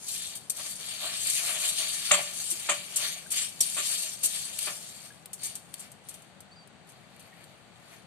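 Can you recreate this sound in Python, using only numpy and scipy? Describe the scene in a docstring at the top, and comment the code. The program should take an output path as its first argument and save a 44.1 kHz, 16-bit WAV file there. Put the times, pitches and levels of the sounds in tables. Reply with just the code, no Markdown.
"""Wet rice rubs and crackles as a hand stirs and kneads it in a metal pot, close by, in a quiet kitchen.
Rub and crackle are dense random contacts, coloured by the pot's resonances and driven by a list of strokes.
Wet films tear with squelches, trapped air gulps out under the palm, bubbles ring, drops and films tick.
Late on, grains picked off the fingers tick at random, and one faint gliding chirp is heard.
Steady filtered noise is the room; decaying noise tails are the pot wall and the kitchen."""
import sys
import numpy as np
from scipy import signal
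from scipy.fft import rfft, irfft
from scipy.io import wavfile
from scipy.ndimage import map_coordinates

SR = 44100
rng = np.random.default_rng(int(sys.argv[2]) if len(sys.argv) > 2 else 0)


def transcribe(signal):
    """Save signal, clipped to [-1, 1], as a 16-bit WAV file at the path in sys.argv[1]."""
    frames = np.atleast_2d(signal).T
    limited = np.clip(frames, -1, 1)
    pcm = np.round(limited * 32767).astype(np.int16)
    wavfile.write(sys.argv[1], SR, pcm)


N = 355446
TIME = np.arange(N) / SR
POT_T60_S = 0.09

# wet films tearing between fingers and rice: start_s, level_db, length_s
FILM_TEARS = [(0.082, -33, 0.0088), (0.351, -38, 0.023), (.497, -24.5, 0.0065), (0.565, -34.5, 0.0085),
              (0.692, -37, 0.032), (1.297, -26.5, .005), (1.675, -29, 0.023), (2.501, -27, 0.021),
              (2.595, -38, .007), (2.959, -22.5, 0.014), (3.267, -48, 0.0072), (3.304, -32.5, .01),
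              (3.316, -25, 0.0096), (3.605, -16.5, 0.0075), (4.232, -21.5, 0.03), (4.586, -31, .004),
              (5.331, -33, 0.0071), (5.432, -32.5, 0.033), (5.553, -32, 0.0044), (5.737, -46, 0.0037),
              (5.794, -41, 0.014), (5.916, -46, 0.0044), (6.086, -36.5, 0.0089), (6.14, -43.5, 0.0074),
              (6.22, -53, .006), (6.404, -46.5, 0.0036), (6.889, -53, 0.014), (7.195, -51, 0.011),
              (7.439, -54, .006)]
# air pockets forced out under the palm: start_s, level_db, length_s, spray_over_gulp_db, tilt_db_per_octave
AIR_POCKETS = [(2.11, -15.5, 0.0061, 3.5, -0.8), (2.688, -23.5, 0.014, 2, -2), (3.764, -36, 0.04, 3, -1.5),
               (4.669, -34.5, .017, -22, -3)]
# resonances of the pot and the air in it: centre_hz, width_hz, lift_db
POT_RESONANCES = [(623, 61, 8), (698, 66, 4.5), (1134, 16, -1.5), (1162, 84, 9.5), (1790, 29, 8.5),
                  (1402, 59, 6.5), (1450, 31, -5.5), (2294, 37, 7), (2460, 100, 5), (2860, 25, 8),
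                  (3176, 170, 3.5), (3546, 45, 1.5), (3840, 27, 5.5), (4580, 240, 6), (6590, 20, -4),
                  (7550, 98, 2.5), (7445, 100, 6.5), (8200, 50, 4.5), (8910, 53, -11.5)]
# colour of rubbing grains before the pot shapes it: freq_hz, level_db_per_hz
RUB_COLOUR = [(100, -49.5), (600, -36.5), (1200, -12.5), (1900, -1.5), (2900, 6), (4500, 7.5),
              (5200, -14.5), (8000, -37)]


def from_db(db):
    """Decibels to amplitude gain."""
    return 10 ** (np.asarray(db) / 20)


def rms_one(x):
    """Scale to unit power."""
    return x / np.sqrt(np.mean(x ** 2) + 1e-20)


def in_time(rows):
    """Each column of a curve at every sample."""
    s, *columns = np.transpose(rows)
    return [np.interp(TIME, s, c) for c in columns]


def at_hz(points, hz):
    """Read a spectrum on a log-frequency axis."""
    knots_hz, values = np.transpose(points)
    return np.interp(np.log(hz + 1), np.log(knots_hz), values)


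def balance_db(hz):
    """Left and right level: half the difference goes to each channel."""
    # balance of the two channels: freq_hz, left_minus_right_db
    channel_difference = [(40, -2), (110, 16.5), (330, 12.5), (480, 3), (640, -1), (900, 1), (1200, 4.5),
                          (2500, 4), (4500, 2.5), (5500, 3), (7400, -1), (9000, 10), (11000, 9.5),
                          (14000, 5.5)]
    return at_hz(channel_difference, hz) * np.array([[.5], [-.5]])


def drift(rate_hz):
    """Random piecewise-linear curve of unit power, with rate_hz new values a second."""
    steps = rng.standard_normal(N // 20)
    return rms_one(np.interp(TIME * rate_hz, np.arange(len(steps)), steps))


def colour(x, spectrum, modes=(), size=4096):
    """Minimum-phase filter of unit power: a spectrum lifted or cut at the modes, balanced per channel."""
    hz = np.arange(size // 2 + 1) * SR / size
    db = at_hz(spectrum, hz) + balance_db(hz)
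    for centre_hz, width_hz, lift_db in modes:
        db = db + lift_db / (1 + (2 * (hz - centre_hz) / width_hz) ** 2)
    # folding the cepstrum makes the filter causal
    cepstrum = irfft(np.log(from_db(db)))
    cepstrum[:, 1:size // 2] *= 2
    cepstrum[:, size // 2 + 1:] = 0
    response = rms_one(irfft(np.exp(rfft(cepstrum)))) / np.sqrt(size)
    return signal.oaconvolve(np.atleast_2d(x), response, axes=1)[:, :N]


def echoes(x, t60_s, low_hz):
    """Dense reflections: a decaying noise tail, different per channel, unit power before its low cut."""
    t = TIME[:SR // 2]
    tail = rng.standard_normal((2, len(t))) * from_db(-60 * t / t60_s) * (t > .0006)
    low_cut = signal.butter(2, low_hz, "high", fs=SR, output="sos")
    tail = signal.sosfilt(low_cut, rms_one(tail)) / np.sqrt(len(t))
    return signal.oaconvolve(x, tail, axes=1)[:, :N]


def off_walls(clicks, wet_db, t60_s):
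    """Contacts bounce round the pot: noise, separate per channel, follows their decaying power."""
    keep = from_db(-60 / (t60_s * SR)) ** 2
    power = signal.lfilter([1 - keep], [1, -keep], clicks[0] ** 2 + 1e-18)
    return clicks + from_db(wet_db) * np.sqrt(power) * rng.standard_normal((2, N))


def grains(per_s, spread_db, right_lead_s=.00009, scatter_s=.00004):
    """Tiny contacts of uneven strength at random moments, each with its own lag between the channels."""
    chance = np.clip(per_s / SR, 1e-4, 1)
    strength = from_db(spread_db * np.minimum(rng.exponential(1, N), 4))
    sizes = strength * rng.choice([-1, 1], N)
    left = rms_one(sizes * (rng.random(N) < chance) / np.sqrt(chance))
    lead = np.round(SR * (right_lead_s + scatter_s * rng.standard_normal(N)))
    right_index = np.clip(np.arange(N) - lead, 0, N - 1).astype(int)
    return np.array([left, np.bincount(right_index, left, N)])


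def bursts(rows, rise_s, t60_s):
    """Envelope of events (start_s, level_db, length_s) that swell, hold and die; powers add."""
    power = np.zeros(N)
    for s, db, length_s in rows:
        start = int(s * SR)
        t = TIME[:min(SR // 3, N - start)]
        decay = from_db(db - 60 * np.maximum(t - length_s, 0) / t60_s)
        power[start:start + len(t)] += (decay * (1 - np.exp(-t / rise_s))) ** 2
    return np.sqrt(power)


def clicks_at(s, db):
    """Single clicks, alike in both channels."""
    clicks = np.zeros((2, N))
    clicks[:, (s * SR).astype(int)] = from_db(db)
    return clicks


def background(alike_below_hz=900, level_db=-54.5):
    """Steady room noise, alike in both channels in the bass and diffuse above."""
    # the kitchen's background: freq_hz, level_db_per_hz
    room_colour = [(25, -21), (50, -17), (80, -2.5), (110, -2), (175, 4), (290, -6), (480, -3), (740, 0),
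                   (950, -6), (2000, -8), (4600, -14.5), (5100, -22.5), (8300, -16.5), (14000, -58.5)]
    low = signal.butter(1, alike_below_hz, fs=SR, output="sos")
    high = signal.butter(1, alike_below_hz, "high", fs=SR, output="sos")
    shared = signal.sosfilt(low, rng.standard_normal(N))
    diffuse = signal.sosfilt(high, rng.standard_normal((2, N)))
    return from_db(level_db) * colour(shared + diffuse, room_colour)


def chirp(level_db=-56.5, fade_s=0.013, break_s=6.552):
    """A thin, unsteady gliding whistle that breaks at its top, perhaps a bird outside."""
    # two slurs: time_s, pitch_hz
    glide = [(6.505, 4230), (6.536, 4700), (6.552, 4850), (6.572, 4770), (6.605, 4620), (6.65, 4580)]
    hz, = in_time(glide)
    edge_s = np.min([TIME - glide[0][0], glide[-1][0] - TIME, abs(TIME - break_s)], axis=0)
    fade = np.clip(edge_s / fade_s, 0, 1) ** 2
    phase = 2 * np.pi * np.cumsum(hz + 40 * drift(250)) / SR
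    return from_db(level_db + 2.9 * drift(120)) * fade * np.sin(phase)


def bubbles(rise_per_s=1.0):
    """Small bubbles and drips: decaying sines that rise a little in pitch."""
    # start_s, pitch_hz, level_db, t60_s
    bubble_rings = [(2.522, 332, -44, .09), (3.262, 1570, -38, .035), (3.607, 340, -46, 0.085),
                    (3.608, 5640, -15, 0.033), (4.092, 7200, -24, 0.027), (4.244, 348, -50.5, 0.19),
                    (5.104, 1640, -44.5, 0.076), (7.325, 1870, -47.5, 0.056), (7.328, 2200, -51, 0.058)]
    out = np.zeros((2, N))
    t = TIME[:SR // 5]
    for s, hz, db, t60_s in bubble_rings:
        start = int(s * SR)
        tone = np.sin(2 * np.pi * hz * t * (1 + rise_per_s * t / 2))
        ring = tone * from_db(db - 60 * t / t60_s) * (1 - np.exp(-t / 0.00092))
        out[:, start:start + len(t)] += ring * from_db(balance_db(hz))
    return out


def hollow(rise_s=0.0067):
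    """Every gulp leaves the pot and the air in it ringing in a few decaying modes."""
    # freq_hz, level_against_gulp_db, t60_s
    hollow_modes = [(180.3, -27.5, 0.39), (582.5, -8.5, 0.29), (638, -11, 0.19), (777, -13.5, 0.18)]
    out, t = np.zeros((2, N)), TIME[:SR // 2]
    for s, db, *_ in AIR_POCKETS:
        start = int(s * SR)
        for hz, mode_db, t60_s in hollow_modes:
            decay = from_db(db + mode_db - 60 * t / t60_s)
            ring = np.sin(2 * np.pi * hz * t) * decay * (1 - np.exp(-t / rise_s))
            out[:, start:start + len(t)] += ring * from_db(balance_db(hz))
    return out


def gulps():
    """Escaping air sputters, water slaps back into the pocket, and a fine spray follows each a moment later."""
    # colours before the pot shapes them: freq_hz, level_db_per_hz
    gulp_colour = [(30, -37), (90, -39), (175, -18), (260, -19), (370, -8), (480, -12), (610, -6),
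                   (830, -7), (1120, 2.5), (1600, 0.5), (2400, 5.5), (3600, 3.5), (4500, -5.5), (5200, -28),
                   (9000, -41.5)]
    spray_colour = [(300, -37), (4000, -26.5), (5300, -32), (6400, -14), (7500, -9.5), (8800, -13),
                    (10000, -31.5), (14000, -39)]
    refill_delay_s, refill_db, refill_s = 0.019, -8, .016
    spray_delay_s = 0.0033
    sputter = grains(8000, spread_db=1.0, right_lead_s=-.00008)
    droplets = grains(12000, spread_db=.5)
    out, spray = 0, []
    for s, db, length_s, spray_db, tilt_db in AIR_POCKETS:
        surges = [(s, db, length_s), (s + refill_delay_s, db + refill_db, refill_s)]
        envelope = bursts(surges, rise_s=0.00091, t60_s=0.018)
        air = off_walls(envelope * sputter, wet_db=-2, t60_s=0.22)
        tilted = [(hz, level + tilt_db * np.log2(hz / 1800)) for hz, level in gulp_colour]
        out = out + colour(air, tilted, POT_RESONANCES)
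        spray += [(start + spray_delay_s, level + spray_db, hold) for start, level, hold in surges]
    mist = bursts(spray, rise_s=0.0013, t60_s=.025) * droplets
    return out + colour(off_walls(mist, wet_db=-4, t60_s=0.11), spray_colour, POT_RESONANCES)


def ticks():
    """Tearing films fling drops at the wall, falling drops splash and knock on the rice, picked grains tick."""
    # drops falling from the hand onto the rice: start_s, level_db
    falling_drops = [(.355, -18), (4.59, -8.5), (5.258, -21), (5.741, -14), (7.4403, -32)]
    # colour before the pot shapes it: freq_hz, level_db_per_hz
    tick_colour = [(100, -48), (1200, -24.5), (2900, 1.5), (5000, -0.5), (6500, -0.5), (8800, 12),
                   (11000, 3.5), (14200, 3)]
    flick_db, flick_db_per_tear_db, flick_delay_s = -2, 0.61, 0.0012
    flick_loss_db_per_s = 201.5  # slow tears flick less
    thud_db = -7.5  # the grains' knock against the splash
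    pick_from_s, pick_to_s, picks_per_s = 5.5, 7.3, 6
    pick_db, pick_spread_db = -36, 4.5

    s, db, length_s = np.transpose(FILM_TEARS)
    flick_levels_db = flick_db + flick_db_per_tear_db * db - flick_loss_db_per_s * length_s
    flicks = clicks_at(s + flick_delay_s, flick_levels_db)
    drops = clicks_at(*np.transpose(falling_drops))
    picking = (TIME > pick_from_s) * (TIME < pick_to_s)
    picked = (rng.random(N) < picks_per_s / SR) * picking
    picks = picked * from_db(pick_db + pick_spread_db * rng.uniform(-1, 1, N))
    knocks = off_walls(from_db(thud_db) * drops, wet_db=2, t60_s=0.026)
    thuds = colour(knocks, RUB_COLOUR, POT_RESONANCES)
    sharp = off_walls(flicks + drops + picks, wet_db=5, t60_s=0.023)
    return thuds + colour(sharp, tick_colour, POT_RESONANCES)


def squelches():
    """A wet film tears in a quick, bright run of bursting micro-bubbles."""
    # colour before the pot shapes it: freq_hz, level_db_per_hz
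    squelch_colour = [(50, -55.5), (300, -21), (1200, -25.5), (2500, -16.5), (4400, -8), (5100, -13),
                      (5800, -2), (7500, 0.5), (8800, 8), (10200, -1.5), (14200, -7.5)]
    tearing = bursts(FILM_TEARS, rise_s=0.00046, t60_s=0.02) * grains(9000, spread_db=-1.0)
    return colour(off_walls(tearing, wet_db=-1.5, t60_s=POT_T60_S), squelch_colour, POT_RESONANCES)


def strokes():
    """Crackle, rub and press levels in dB: each stroke swells and eases off; overlapping powers add."""
    # strokes of the hand: fastest_s, swell_s, ease_s, effort_db, wetness_db, bottom_pressure_db
    hand_strokes = [(.14, 0.084, 0.057, -44.5, 11.5, -21), (.24, 0.14, 0.12, -41.5, 3, -23),
                    (0.601, .055, 0.27, -43.5, 5, -7.5), (.88, 0.093, 0.17, -41, 2, -12.5),
                    (1.03, 0.065, 0.61, -37.5, -1, -8.5), (1.37, 0.2, 0.15, -37, 9, -33),
                    (1.48, 0.072, .2, -37, 4.5, -4), (1.64, 0.071, 0.17, -35, 4, -20),
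                    (1.79, 0.025, 0.22, -34, 3.5, -9.5), (2.08, 0.16, 0.26, -36.5, 3, -16.5),
                    (2.18, 0.061, 0.069, -35.5, 0.5, -3), (2.409, 0.079, 0.29, -45, 9.5, -9),
                    (2.738, 0.33, 0.12, -42.5, 2.5, -9.5), (3.048, 0.11, 0.1, -34.5, 2.5, -5),
                    (3.372, 0.037, 0.064, -30, 4.5, -14), (3.62, 0.0098, 0.34, -43, 9, -17),
                    (3.92, 0.19, 0.11, -35.5, 5.5, -14), (4.03, 0.046, 0.11, -40.5, 6, -12),
                    (4.36, .14, 0.15, -39, 5, -12), (4.645, 0.098, 0.11, -42, 9, -9.5),
                    (4.86, 0.22, 0.2, -51, 6.5, -13.5), (5.05, 0.061, 0.052, -57, 9, 0),
                    (5.445, 0.039, 0.082, -42.5, 4, -15), (5.83, .11, 0.07, -55.5, 4.5, 0.5),
                    (6.1, .05, 0.12, -56, 1.5, -4), (6.89, .02, 0.14, -70, 7.5, 9),
                    (7.21, 0.19, .14, -61, -6.5, 2.5), (7.46, 0.22, 0.13, -63, -3, 5.5),
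                    (7.94, 0.15, .077, -59, 1, 1)]
    drop_db, curve = 10.0, 1.154  # drop one swell before or one ease after the peak; curve 1 = pointed
    settling_crackle_db, settling_rub_db = -77, -70  # the rice left to itself
    rub_lag_s = 0.0019  # the wet surface crackles just before the grains beneath rub
    crackle, rub, press = from_db(settling_crackle_db) ** 2, from_db(settling_rub_db) ** 2, 1e-12
    t = TIME[::40]
    for s, swell_s, ease_s, effort_db, wet_db, press_db in hand_strokes:
        away = np.maximum((s - t) / max(swell_s, 1e-3), (t - s) / max(ease_s, 1e-3))
        db = effort_db - drop_db * away ** curve
        crackle = crackle + from_db(db + wet_db) ** 2
        rub = rub + from_db(db) ** 2
        press = press + from_db(db + press_db) ** 2
    lagged = [(crackle, 0), (rub, rub_lag_s), (press, rub_lag_s)]
    return [np.interp(TIME - lag_s, t, 10 * np.log10(power)) for power, lag_s in lagged]


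def fizz(level_db, per_s=130, t60_s=0.066, count=18):
    """Micro-bubbles pop among the grains, each exciting one of a bank of resonators."""
    pops = from_db(level_db) * grains(per_s, spread_db=2.0)
    dealt = rng.integers(0, count, N // 32 + 1).repeat(32)[:N]  # resonator in use, per 32 samples
    r, out = from_db(-60 / (t60_s * SR)), 0
    for k, hz in enumerate(np.linspace(5500, 11500, count)):
        w = 2 * np.pi * hz / SR
        gain = np.sin(w) * np.sqrt(2 * (1 - r * r))
        out = out + signal.lfilter([gain], [1, -2 * r * np.cos(w), r * r], pops * (dealt == k) + 1e-18)
    return out


def past_hand(x, depth_db, rate_hz, width_hz):
    """The moving hand shades and reflects: each part of the spectrum swells and fades on its own."""
    hz, s, frames = signal.stft(x, SR, nperseg=256)
    field = rng.standard_normal((64, 1024))
    place = np.meshgrid(hz / width_hz, s * rate_hz, indexing="ij")
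    shade = map_coordinates(field, place, order=1, mode="wrap")
    return signal.istft(frames * from_db(depth_db * shade), SR)[1][:, :N]


def stirring():
    """The faster the hand, the more grains slip each second; they let go in clumps, and a few snap free alone."""
    # colours before the pot shapes them: freq_hz, level_db_per_hz
    crackle_colour = [(100, -64.5), (1500, -41.5), (4000, -10), (5200, -9), (6500, -4.5), (7800, -4),
                      (8900, -0.5), (10200, -8), (12000, -12.5), (14200, -16)]
    press_colour = [(100, -34), (400, -11), (520, -6), (650, -2), (850, -5.5), (1150, -6), (1500, -4),
                    (2200, -1.5), (4000, -16)]
    snaps_per_s, snaps_db = 110, -12  # level against the crackle
    crackle_db, rub_db, press_db = strokes()
    clumps = drift(70)
    speed = from_db(.7 * (crackle_db + 34.5))

    crackle_gain = from_db(crackle_db - 0.35 + 0.81 * clumps + 1.6 * drift(260))
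    crackle = crackle_gain * grains(3400 * speed + 300, spread_db=1.5)
    snaps = from_db(crackle_db + snaps_db) * grains(snaps_per_s, spread_db=0.2)
    crackle = crackle + fizz(crackle_db - 10.0) + snaps
    rub_gain = from_db(rub_db - .3 + 0.51 * clumps + 0.53 * drift(25) + 1.5 * drift(200))
    rub = rub_gain * grains(3000 * speed + 700, spread_db=2.0)
    press = from_db(press_db - 1.1 + 2.9 * drift(30)) * grains(2000, spread_db=3.5)

    swish = 0
    for clicks, spectrum in [(crackle, crackle_colour), (rub, RUB_COLOUR), (press, press_colour)]:
        in_pot = off_walls(clicks, wet_db=-2.5, t60_s=POT_T60_S)
        swish = swish + colour(in_pot, spectrum, POT_RESONANCES)
    return from_db([[-.6], [-1.4]]) * past_hand(swish, depth_db=2.5, rate_hz=22, width_hz=678)


def scene():
    """Rice sound comes straight out of the pot, with the wall's dense ringing and a little of the kitchen."""
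    rice = stirring() + squelches() + ticks() + gulps() + hollow() + bubbles()
    wall = from_db(-12) * echoes(rice, t60_s=.06, low_hz=2000)
    close = from_db(-1.15) * rice + wall + chirp()
    kitchen = from_db(-16) * echoes(close, t60_s=0.64, low_hz=200)
    return close + kitchen + background()


def record(dry, top=0.91, cutoff_hz=14300):
    """The loudest peaks are rounded and the treble is cut steeply."""
    rounded = top * np.tanh(dry / top)
    return signal.sosfilt(signal.ellip(12, .2, 80, cutoff_hz, fs=SR, output="sos"), rounded)


dry = scene()
out = record(dry)
transcribe(out)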